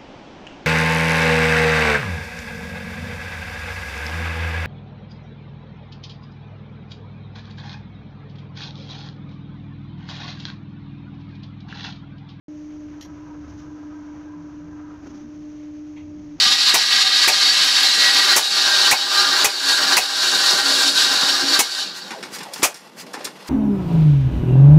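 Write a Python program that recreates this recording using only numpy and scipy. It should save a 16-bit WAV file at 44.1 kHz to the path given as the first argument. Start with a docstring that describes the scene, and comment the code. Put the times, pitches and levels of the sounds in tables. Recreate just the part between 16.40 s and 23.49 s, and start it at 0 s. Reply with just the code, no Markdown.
"""Outside an open garage, an old hit-and-miss engine rumbles and drives a buzz saw through a log.
From the start the teeth ring the steel blade and the wood and spray dust; fibres snap, the blade squeals.
Each firing barks from the exhaust with a rising whistle, and a limiter ducks everything for a moment.
Around two seconds the kerf deepens and the blade whines. After five seconds the cut is through;
the engine fires once more and coasts on, its valve gear clanking and its piston puffing air."""
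import sys
import numpy as np
from scipy import signal
from scipy.fft import rfft, irfft, next_fast_len
from scipy.io import wavfile
from scipy.ndimage import uniform_filter1d, minimum_filter1d

SR = 44100
rng = np.random.default_rng(int(sys.argv[2]) if len(sys.argv) > 2 else 0)


def master(y):
    """Save y as 16-bit WAV."""
    cut = np.clip(np.atleast_2d(y).T, -1, 1)
    pcm = np.round(cut * 32767)  # scale
    wavfile.write(sys.argv[1], SR, pcm.astype(np.int16))


N = 312669
TIME = np.arange(N) / SR


def amp(db):
    """Decibels to gain."""
    return 10 ** (np.asarray(db) / 20)


def unit(x):
    """Scales to rms 1."""
    return x / np.sqrt(np.mean(x ** 2) + 1e-20)


def add(mix, s, sound):
    """Mixes a sound in at time s."""
    part = mix[max(round(s * SR), 0):][:len(sound)]
    part += sound[:len(part)]


def wander(hz, step=32):
    """Smooth random modulation of rms 1, moving at rates up to hz."""
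    count = next_fast_len(N // step + 2)
    f = np.fft.rfftfreq(count, step / SR)
    coarse = irfft(rfft(rng.standard_normal(count)) / (1 + (f / hz) ** 4), count)
    return np.interp(np.arange(N) / step, np.arange(count), unit(coarse))


def shiver(count, smooth):
    """Fast random modulation of rms 1: noise averaged over `smooth` samples."""
    return unit(uniform_filter1d(rng.standard_normal(count), smooth))


def swell(s, width):
    """A bell-shaped envelope around time s."""
    return np.exp(-.5 * np.minimum(((TIME - s) / width) ** 2, 200))


def body(x, spectrum, modes=(), tilt_db=0, size=8192):
    """Rings x through a body: a broad EQ curve, tilted per octave, with resonances standing on it."""
    hz = np.fft.rfftfreq(size, 1 / SR) + 1
    f, db = np.transpose(spectrum)
    octaves = np.log2(np.maximum(hz, 200) / 1000)
    broad = amp(np.interp(np.log(hz), np.log(f), db) + tilt_db * octaves)
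    peaks = 1 + sum(amp(boost) ** 2 / (1 + (2 * (hz - centre) / width) ** 2)
                    for centre, width, boost in modes)
    cepstrum = irfft(np.log(broad * np.sqrt(peaks)))
    cepstrum[1:size // 2] *= 2  # minimum phase: the ring follows the hit
    cepstrum[size // 2 + 1:] = 0
    ring = irfft(np.exp(rfft(cepstrum)))
    return signal.oaconvolve(x, ring / np.linalg.norm(ring))[:len(x)]


def scatter(x, t60, share):
    """Nearby steel parts return the sound within milliseconds and comb its spectrum."""
    t = np.arange(SR // 8) / SR
    taps = rng.standard_normal(len(t)) * amp(-60 * t / t60)
    taps *= np.sqrt(share) / np.linalg.norm(taps)
    taps[0] = np.sqrt(1 - share)
    return signal.oaconvolve(x, taps)[:len(x)]


# Fader moves as the log is fed in until it parts: (time [s], blade [dB], log [dB], dust [dB])
FEED = [(0.0, -13.5, -24.5, -34.5), (0.4, -15, -24.5, -35.5), (0.8, -14.5, -24.5, -35),
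        (1.9, -14, -20.5, -31.5), (2.1, -13, -25.0, -29), (2.2, -15.5, -24.0, -35.5),
        (2.6, -13, -22, -32.5), (3.0, -18, -24, -37), (3.3, -17, -25, -32.5), (3.4, -20, -25, -37.0),
        (3.6, -18, -26, -35), (4.2, -19.5, -26.5, -35.5), (4.6, -13, -24.5, -28.5), (4.7, -18, -24.5, -36),
        (5.3, -18.0, -26.0, -34.5), (5.4, -21.5, -34, -38), (5.5, -34.5, -44, -60),
        (5.7, -41.5, -44.5, -57)]
# The teeth dig in or run slack: (peak time [s], level change [dB], half width [s])
BITES = [(.16, -3, 0.016), (.26, -1.5, 0.023), (2.11, -1.5, 0.016), (2.19, 0.5, 0.023), (2.26, 0.5, 0.021),
         (2.68, -0.5, .035), (2.97, -1, .03), (2.44, -4, .03), (2.81, 1, 0.025), (3.19, 0, .035),
         (3.72, 0, 0.046), (4.07, 4.5, 0.048), (4.539, -7, 0.032), (4.584, 3, 0.014), (5.02, -3.5, 0.047),
         (5.43, 5, 0.022)]


def cutting_force(fade_db_per_s=76, grain_db=0.96, surge_db=3.5, surge_lead_s=0.039):
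    """Gains of blade, log and dust: the feed, made uneven by the grain and jerked by power strokes."""
    times, *faders = np.transpose(FEED)
    push_db = grain_db * wander(22.3) - fade_db_per_s * np.maximum(TIME - times[-1], 0)
    push_db += sum(db * swell(s, width) for s, db, width in BITES)
    # each power stroke jerks the belt just before the exhaust opens
    push_db += surge_db * sum(swell(s - surge_lead_s, width=0.015) for s, *_ in FIRINGS)
    blade, log, dust = (amp(np.interp(TIME, times, db) + push_db) for db in faders)
    return blade, log * amp(1.17 * wander(24)), dust


def teeth(teeth_per_s=360, slip=0.12, spread_db=0.5, tear_decay=0.68, grit=0.88, chatter_db=0.66):
    """Each tooth strikes with its own force, then tears fibres until the next one bites."""
    passed = np.cumsum(teeth_per_s * np.exp(slip * wander(120))) / SR
    tooth = passed.astype(int)
    force = amp(spread_db * np.clip(rng.standard_normal(N), -2, 2))[tooth]
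    strikes = np.diff(tooth, prepend=0) * force
    tearing = rng.standard_normal(N) * force * (.5 + np.exp(-(passed % 1) / tear_decay))
    rasp = np.sqrt(1 - grit) * unit(strikes) + np.sqrt(grit) * unit(tearing)
    return unit(rasp * amp(chatter_db * wander(47.5)))


# The blade's bright tone colour: (frequency [Hz], level [dB])
BLADE_EQ = [(300, -76), (1200, -69), (2000, -32.5), (2400, -12.5), (3200, -8.5), (4300, 3.5), (5500, -10),
            (6500, -10.5), (7150, -11), (8000, -7), (11000, -59)]
# Its steely resonances: (frequency [Hz], width [Hz], boost [dB])
BLADE_MODES = [(2252, 16, 29), (2436, 45, 24), (2630, 26, 19), (2772, 72, 25), (2863, 13, 0),
               (3040, 3.9, -10), (3114, 21, 26), (3220, 60, 4), (3327, 29, 24.5), (3410, 150, 16.5),
               (3710, 77, 22), (3809, 35, 23.5), (4115, 147, 18), (4454, 61, 22), (4635, 39, 20),
               (4740, 31, 16), (4991, 90, 19.5), (5387, 100, 25), (4970, 100, 21), (5600, 15, 31.5),
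               (5770, 77, 16), (5780, 24, 9.5), (5830, 69, 20.5), (6095, 77, 21), (6200, 48, 9.5),
               (6710, 39, 18), (6560, 32, 12), (6860, 18, -7), (6440, 17, 3), (7150, 17, 25)]


def blade_ring(rasp):
    """The rasp of the teeth rings the steel disc."""
    return body(rasp, BLADE_EQ, BLADE_MODES)


def sing(hz, drift_hz, swell_db):
    """One lightly damped mode, wavering in pitch and strength."""
    tone = np.sin(2 * np.pi * np.cumsum(hz + drift_hz * wander(29.6)) / SR)
    return unit(tone * amp(swell_db * wander(32)))


# The blade's singing partials: (frequency [Hz], level [dB])
BLADE_PARTIALS = [(1207, -24), (1645, -22.5), (1921, -37), (3011, -20), (3092, -40), (3429, -30),
                  (3601, -24), (3790, -13), (4085, -14), (4568, -14), (4694, -28), (4890, -20), (5447, -47)]


def blade_song():
    """The teeth keep the blade's least damped modes singing."""
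    return sum(amp(db) * sing(hz, drift_hz=13.07, swell_db=5) for hz, db in BLADE_PARTIALS)


# The log's tone colour with a shallow and a deep kerf: (frequency [Hz], level [dB])
SHALLOW_EQ = [(40, -77), (100, -52), (250, -15.5), (400, -19.5), (900, -1), (1500, 9), (2200, -4),
              (3000, 9), (5000, -24)]
DEEP_EQ = [(40, -62), (100, -26), (250, -12.5), (400, -9.5), (900, 0.5), (1500, 1), (2000, -8),
           (2600, -8.5), (5000, -9)]
# Its woody resonances at both depths: (frequency [Hz], width [Hz], boost [dB])
SHALLOW_MODES = [(270, 3.3, 19), (330, 7.8, 14), (584, 53, 5.5), (773, 12, 20.5), (1007, 23, 11.7),
                 (1214, 32, 10.1), (1598, 15, 15.2), (1590, 30, 4), (1692, 27, 13.4), (1872, 18, 15.6),
                 (1930, 7.6, 25.2), (2060, 45, 14.2), (2179, 32, 23.3), (2170, 6, 5.7)]
DEEP_MODES = [(280, 2.4, 31.4), (364, 11, 26.8), (457, 74, 14.8), (620, 38, 15.4), (792, 25, 22),
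              (1005, 28, 18.5), (1170, 85, 15.4), (1421, 86, 19.4), (1564, 29, 22.3), (1700, 63, 22.5),
              (1883, 41, 25.5), (2000, 14, 11.2), (1980, 16, 7.4), (2120, 120, 19.2)]


def log_ring(rasp, force, depth):
    """The teeth ring the log, whose resonances crossfade as the kerf deepens."""
    shallow = body(rasp * force * np.sqrt(1 - depth), SHALLOW_EQ, SHALLOW_MODES)
    late_rasp = np.roll(rasp, SR // 100)  # decorrelates the two layers
    return shallow + body(late_rasp * force * np.sqrt(depth), DEEP_EQ, DEEP_MODES)


# The airy hiss of sawdust: (frequency [Hz], level [dB])
DUST_EQ = [(300, -63), (3000, -62), (6000, 3), (8000, 3.5), (9500, -0.5), (11500, -4.5), (13000, -10.5),
           (15500, -20)]


def sawdust(rasp):
    """The teeth throw a hissing spray of dust."""
    return scatter(body(rasp, DUST_EQ), t60=0.17, share=0.4)


# The drone's fader moves: (time [s], level [dB])
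DRONE_LEVELS = [(0, -48.5), (1.5, -42.5), (2.35, -47), (3.0, -39), (3.85, -49), (4.35, -35.5), (4.7, -39),
                (5.15, -36), (5.5, -70)]
# Its dark tone colour: (frequency [Hz], level [dB])
DRONE_EQ = [(60, -53), (100, -22), (135, 0), (260, -5), (650, -1), (1200, -24)]
# Its low resonances: (frequency [Hz], width [Hz], boost [dB])
DRONE_MODES = [(277.7, 2.3, 40), (340.7, 11, 27), (485, 43, 17.5), (613, 29, 17)]


def log_drone(uneven_db=1.9):
    """The log drones unevenly on its table."""
    level = amp(np.interp(TIME, *np.transpose(DRONE_LEVELS)) + uneven_db * wander(23))
    return level * body(rng.standard_normal(N), DRONE_EQ, DRONE_MODES)


# Rough time marks that, with the firings, pace the frame's uneven low shudder: (time [s])
SHUDDER_MARKS = [0.8, 0.8, 3, 5, 3, 10, 8]
# The frame's low-end weight: (frequency [Hz], level [dB])
RUMBLE_EQ = [(20, -36), (55, -32), (90, -38), (130, -4), (190, 6.5), (300, -1), (500, 1), (900, -9),
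             (2000, -67)]


def frame_rumble(level_db=-50, shudder_db=6.5, peak_phase=0.56, width_cycles=0.094, uneven_db=3):
    """The engine's frame rumbles, shuddering twice between one firing or time mark and the next."""
    marks = np.sort([s for s, *_ in FIRINGS] + SHUDDER_MARKS)
    cycles = 2 * np.interp(TIME, marks, np.arange(len(marks)))
    from_peak = (cycles - peak_phase + .5) % 1 - .5
    shudder = np.exp(-.5 * (from_peak / width_cycles) ** 2)
    shake = amp(level_db + shudder_db * shudder + uneven_db * wander(20))
    return body(rng.standard_normal(N) * shake, RUMBLE_EQ)


# The whirr's fader moves: (time [s], level [dB])
WHIRR_LEVELS = [(0, -37), (5.5, -49), (5.75, -43.5), (6.25, -39.5), (6.53, -49), (6.72, -44.5), (6.85, -44),
                (7.09, -44)]
# Its mid-heavy tone colour: (frequency [Hz], level [dB])
WHIRR_EQ = [(18, -80), (30, -46), (59, -91), (174, -25), (215, -10), (702, -7), (844, 0.5), (937, -3.5),
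            (1320, -9), (5170, -13), (6380, -19), (6900, -20.5), (13300, -28.5), (14800, -37), (16000, -54)]


def gear_whirr(flutter_db=2):
    """Gears and belt lay down a fluttering bed of noise."""
    level = amp(np.interp(TIME, *np.transpose(WHIRR_LEVELS)) + flutter_db * wander(56))
    return body(rng.standard_normal(N) * level, WHIRR_EQ)


# Woody knocks: (time [s], level [dB], tilt [dB/octave])
KNOCKS = [(.058, -32, -24), (.143, -34, 1), (.552, -33, -2), (1.246, -23, -0.5), (1.435, -20.5, -2),
          (1.578, -28, -7), (2.732, -24, 10), (3.307, -34, 0), (4.13, -20, -7.5), (4.83, -23, -7)]


def fibre_knocks(t60=0.06):
    """Hard fibres snap, each with a burst that rings the log."""
    out, t = np.zeros(N), np.arange(SR // 5) / SR
    for s, db, tilt_db in KNOCKS:
        snap = rng.standard_normal(len(t)) * amp(db - 60 * t / t60)
        add(out, s, body(snap, DEEP_EQ, tilt_db=tilt_db))
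    return out


# Short squeals: (peak time [s], pitch [Hz], half width [s], level [dB])
SQUEALS = [(.12, 3820, 0.039, -29), (.68, 3690, 0.037, -19.5), (.73, 3200, 0.031, -26),
           (.82, 1921, 0.018, -24), (1.09, 4565, 0.023, -18), (1.12, 3792, 0.07, -20),
           (1.66, 1927, 0.034, -25.5), (1.78, 1905, .03, -21), (1.942, 1900, 0.012, -18),
           (2.055, 3820, 0.018, -13), (2.29, 3790, 0.05, -20.5), (2.34, 1599, 0.04, -22.5),
           (2.82, 1205, 0.085, -24), (2.8, 1616, .04, -22), (3.31, 1634, 0.048, -27.5),
           (3.52, 3800, 0.014, -25), (4.1, 3780, 0.036, -28), (4.49, 4330, 0.021, -27),
           (4.86, 3784, .04, -25)]


def blade_squeals(drift_hz=8):
    """The blade catches in uneven grain and one mode flares up for a moment."""
    bend = np.cumsum(drift_hz * wander(45)) / SR
    return sum(amp(db) * swell(s, width) * np.sqrt(2) * np.sin(2 * np.pi * (hz * TIME + bend))
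               for s, hz, width, db in SQUEALS)


def rough_tone(hz, rough):
    """A tone blown by turbulent gas: its pitch and strength shiver."""
    pitch = hz * (1 + rough * shiver(len(hz), smooth=40))
    strength = 1 + 0.28 * shiver(len(hz), smooth=40)
    return np.sqrt(2) * np.sin(2 * np.pi * np.cumsum(pitch) / SR) * strength


# Exhaust barks, each with its own mix of layers:
# (time [s], overall level [dB], blow length [s], thump [dB], whistle [dB], howl [dB])
FIRINGS = [(.339, -10.5, 0.014, -12.5, -10, -7.5), (.875, -13, .015, -12, -2, -7),
           (1.961, -4, 0.02, -18, -15, -10.5), (2.51, -6, 0.018, -22, -0.5, -2.5),
           (3.043, -4.5, 0.014, -23, -6, -11), (3.566, -8, 0.0175, -17, -0.5, -6.5),
           (5.190, -3, 0.018, -16, -14, -15.5), (6.229, -7.5, 0.023, -9.5, -8, -8.5)]
# Tone colours of the gas jet and the pressure thump: (frequency [Hz], level [dB])
JET_EQ = [(30, -67), (80, -59), (150, -13), (330, -2), (550, -1.5), (900, 5), (1500, 0), (2500, 4),
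          (4000, -1), (6000, 7), (8000, 1.5), (11000, -1), (15500, -7)]
THUMP_EQ = [(25, -15), (70, -9), (130, 0), (350, 2.5), (900, 9), (3000, -50)]


def exhaust(open_s=0.0019, close_s=0.013, thump_hz=350, start_hz=1650, top_hz=2620, glide_s=0.00577):
    """The valve cracks open: a pressure thump, a jet of gas, a rising whistle and a howl in the pipe."""
    out, t = np.zeros(N), np.arange(SR // 5) / SR
    cycles = thump_hz * t  # the pipe's lowest mode dies in a few cycles
    thump = body(-np.sin(2 * np.pi * cycles) * np.exp(-cycles / 2), THUMP_EQ)
    thump *= amp(5) / abs(thump).max()
    late = np.maximum(t - 0.0034, 0)  # the whistle speaks just after the jet
    whistle_shape = (1 - np.exp(-late / 0.0005)) * np.exp(-(late / .021) ** 4)
    whistle_hz = top_hz - (top_hz - start_hz) * np.exp(-late / glide_s)
    howl_shape = np.exp(-((t - .021) / 0.013) ** 2)
    howl_hz = 704 + 357.28 * np.exp(-t / 0.02174)  # sinks as the gas in the pipe cools
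    for s, db, length, thump_db, whistle_db, howl_db in FIRINGS:
        flow = (1 - np.exp(-t / open_s)) * np.exp(-np.maximum(t - length, 0) / close_s)
        jet = body(rng.standard_normal(len(t)) * flow, JET_EQ)
        whistle = amp(whistle_db) * whistle_shape * rough_tone(whistle_hz, rough=0.065)
        howl = amp(howl_db) * howl_shape * rough_tone(howl_hz, rough=0.231)
        add(out, s, amp(db) * (jet + amp(thump_db) * thump + whistle + howl))
    return out


def blade_whine(binding, hz=1571, sway_hz=21):
    """The blade binds in the deep kerf and whines at an unsteady pitch."""
    return binding * sing(hz + sway_hz * wander(6), drift_hz=11, swell_db=3.5)


# Soft swishes: (peak time [s], level [dB], half width [s])
SWISHES = [(5.575, -36.5, 0.019), (5.951, -30.5, 0.018), (6.185, -37.5, 0.032), (6.603, -35.5, 0.019),
           (7.09, -34, 0.011)]
# Their tone colour: (frequency [Hz], level [dB])
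RUB_EQ = [(200, -23), (800, -11), (2000, 1.5), (3200, -4.5), (4800, 1), (7000, -2.5), (10000, -9),
          (15500, -15)]


def rubbing_swishes():
    """A few soft rubbing swishes as the engine coasts."""
    contact = sum(amp(db) * swell(s, width) for s, db, width in SWISHES)
    return body(rng.standard_normal(N) * contact, RUB_EQ)


# Hits of valve gear, igniter trip (6.135 s) and governor latch, and a combustion thump (6.193 s) just before
# the last firing: (time [s], level [dB], tilt [dB/octave], decay t60 [s])
CLANKS = [(5.706, -21.5, -1, 0.075), (5.715, -27, -3.5, 0.083), (5.827, -26.5, 0.5, 0.14),
          (5.984, -29.5, 4.5, 0.076), (6.004, -28.5, -2, 0.16), (6.03, -27.5, 4.5, 0.057),
          (6.135, -23.5, 9.5, 0.062), (6.159, -28, 0, 0.054), (6.193, -27, -14, 0.068),
          (6.22, -24.5, -1.5, 0.37), (6.342, -30, 5, 0.21), (6.664, -38, 2, 0.071), (6.733, -29.5, 4, 0.11),
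          (6.739, -24, -3, 0.1), (6.775, -30, -6.5, 0.088), (6.805, -31.5, -2.5, 0.12),
          (6.844, -24.5, 8.5, 0.065), (6.850, -22, 4.5, 0.08), (6.869, -25.5, -1.5, 0.074)]
# The cast frame's tone colour: (frequency [Hz], level [dB])
IRON_EQ = [(40, -54), (130, -25), (300, -6), (700, -2.5), (1000, -2), (2000, 0), (3000, -2.5), (5500, 0),
           (8000, -12.5), (12000, -19.5), (16000, -33)]
# Its resonances: (frequency [Hz], width [Hz], boost [dB])
IRON_MODES = [(782, 31, 12), (1076, 62, 10.5), (1870, 180, 11), (3200, 54, -5), (3870, 43, 7.5)]


def valve_gear(rattle_db=3, trim_db=2, attack_s=0.00084):
    """Loose iron parts knock: each blow is a dying cluster of tiny contacts that rings the frame."""
    out, t = np.zeros(N), np.arange(SR // 4) / SR
    for s, db, tilt_db, t60 in CLANKS:
        contacts = unit(rng.standard_normal(len(t)) * amp(rattle_db * shiver(len(t), smooth=60)))
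        blow = contacts * (1 - np.exp(-t / attack_s)) * amp(-60 * t / t60)
        add(out, s, amp(db + trim_db) * body(blow, IRON_EQ, IRON_MODES, tilt_db))
    return scatter(out, t60=0.019, share=0.45)


def resonate(x, hz, width_hz):
    """A resonance that sweeps along the curve hz."""
    carrier = np.exp(2j * np.pi * np.cumsum(hz) / SR)
    pole = np.exp(-np.pi * width_hz / SR)
    once = signal.lfilter([1 - pole], [1, -pole], x / carrier)
    return (carrier * signal.lfilter([1 - pole], [1, -pole], once)).real


# Breathy puffs through the open valve: (time [s], length [s], starting pitch [Hz], level [dB])
PUFFS = [(5.706, 0.224, 1100, -38), (6.043, .1, 940, -40), (6.732, 0.15, 1150, -39.5)]


def piston_puffs(low_hz=270, fall_s=0.073, attack_s=0.01, release_s=0.023, fade_db_per_s=26):
    """The coasting piston pumps air through the hollow cylinder; the note sinks as it draws back."""
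    out, t = np.zeros(N), np.arange(SR // 3) / SR
    for s, length, start_hz, db in PUFFS:
        hz = low_hz + (start_hz - low_hz) * np.exp(-(t / fall_s) ** 1.6)
        breath = resonate(rng.standard_normal(len(t)), hz, width_hz=260)
        flutter = amp(4 * wander(70)[:len(t)])
        flow = np.minimum(t / attack_s, 1) * np.exp(-np.maximum(t - length, 0) / release_s)
        add(out, s, unit(breath * flutter) * flow * amp(db - fade_db_per_s * t))
    return signal.lfilter(*signal.butter(3, 120, "high", fs=SR), out)


# The tone colour that the walls return: (frequency [Hz], level [dB])
WALL_EQ = [(60, -42), (200, -3), (600, 8.5), (1000, 1), (2500, 5), (6000, -3), (10000, 0.5), (16000, -5.5)]


def garage(x, t60=0.18, echoes_per_s=2500, predelay_s=0.004):
    """Sparse reflections from the floor, the wall and the open garage."""
    t = np.arange(SR // 2) / SR
    signs = rng.choice([-1., 1.], len(t))
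    arrivals = (rng.random(len(t)) < echoes_per_s / SR) & (t > predelay_s)
    taps = body(signs * arrivals * amp(-60 * t / t60), WALL_EQ)
    return signal.oaconvolve(x, taps / np.linalg.norm(taps))[:N]


def saw():
    """The whole cut: one set of teeth excites blade, log and dust."""
    blade, log, dust = cutting_force()
    rasp = teeth()
    depth = np.interp(TIME, [1.5, 2.4], [0, 1])  # the kerf goes from shallow to deep
    steel = amp(-.5) * blade_ring(rasp * blade) + amp(1.5) * blade * blade_song()
    wood = amp(-.5) * log_ring(rasp, log, depth)
    spray = amp(4.5) * sawdust(rasp * dust)
    strain = amp(-6.5) * blade_whine(log * depth) + log_drone()
    return steel + wood + spray + strain + blade_squeals() + fibre_knocks()


def scene():
    """Mono mix of engine, saw and running gear, with engine and saw sent to the garage."""
    engine = exhaust() + valve_gear() + piston_puffs()
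    cutting = saw()
    running = frame_rumble() + scatter(gear_whirr() + rubbing_swishes(), t60=0.094, share=0.15)
    reflections = garage(amp(-13) * engine + amp(-10.5) * cutting)
    return (cutting + engine + running + reflections)[None]


def limiter(x, threshold_db=-11.5, sense_s=0.0075, hold_s=0.12, recover_db_per_s=58):
    """The gain drops at once when the sound passes the threshold, holds, and climbs back."""
    sense, hold = round(sense_s * SR), round(hold_s * SR)
    power_db = 10 * np.log10(abs(uniform_filter1d((x ** 2).mean(0), sense)) + 1e-12)
    gain_db = np.minimum(threshold_db - power_db, 0)
    held_cut_db = -minimum_filter1d(gain_db, hold, origin=(hold - 1) // 2, mode="nearest")
    recovery_db = recover_db_per_s * TIME
    cut_db = np.maximum.accumulate(held_cut_db + recovery_db) - recovery_db
    return x * amp(-uniform_filter1d(cut_db, sense))


def record(dry, ceiling=0.74, low_cut_hz=85, high_cut_hz=15650):
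    """Master chain: ducks after loud barks, rounds off the peaks, thins the bass and trims the top."""
    ducked = limiter(dry)
    rounded = ducked / (1 + (ducked / ceiling) ** 8) ** (1 / 8)
    thinned = signal.lfilter(*signal.butter(1, low_cut_hz, "high", fs=SR), rounded)
    high_cut = signal.firwin(511, high_cut_hz, window=("kaiser", 9), fs=SR)
    return signal.oaconvolve(thinned, high_cut[None], "same")


dry = scene()
out = record(dry)
master(out)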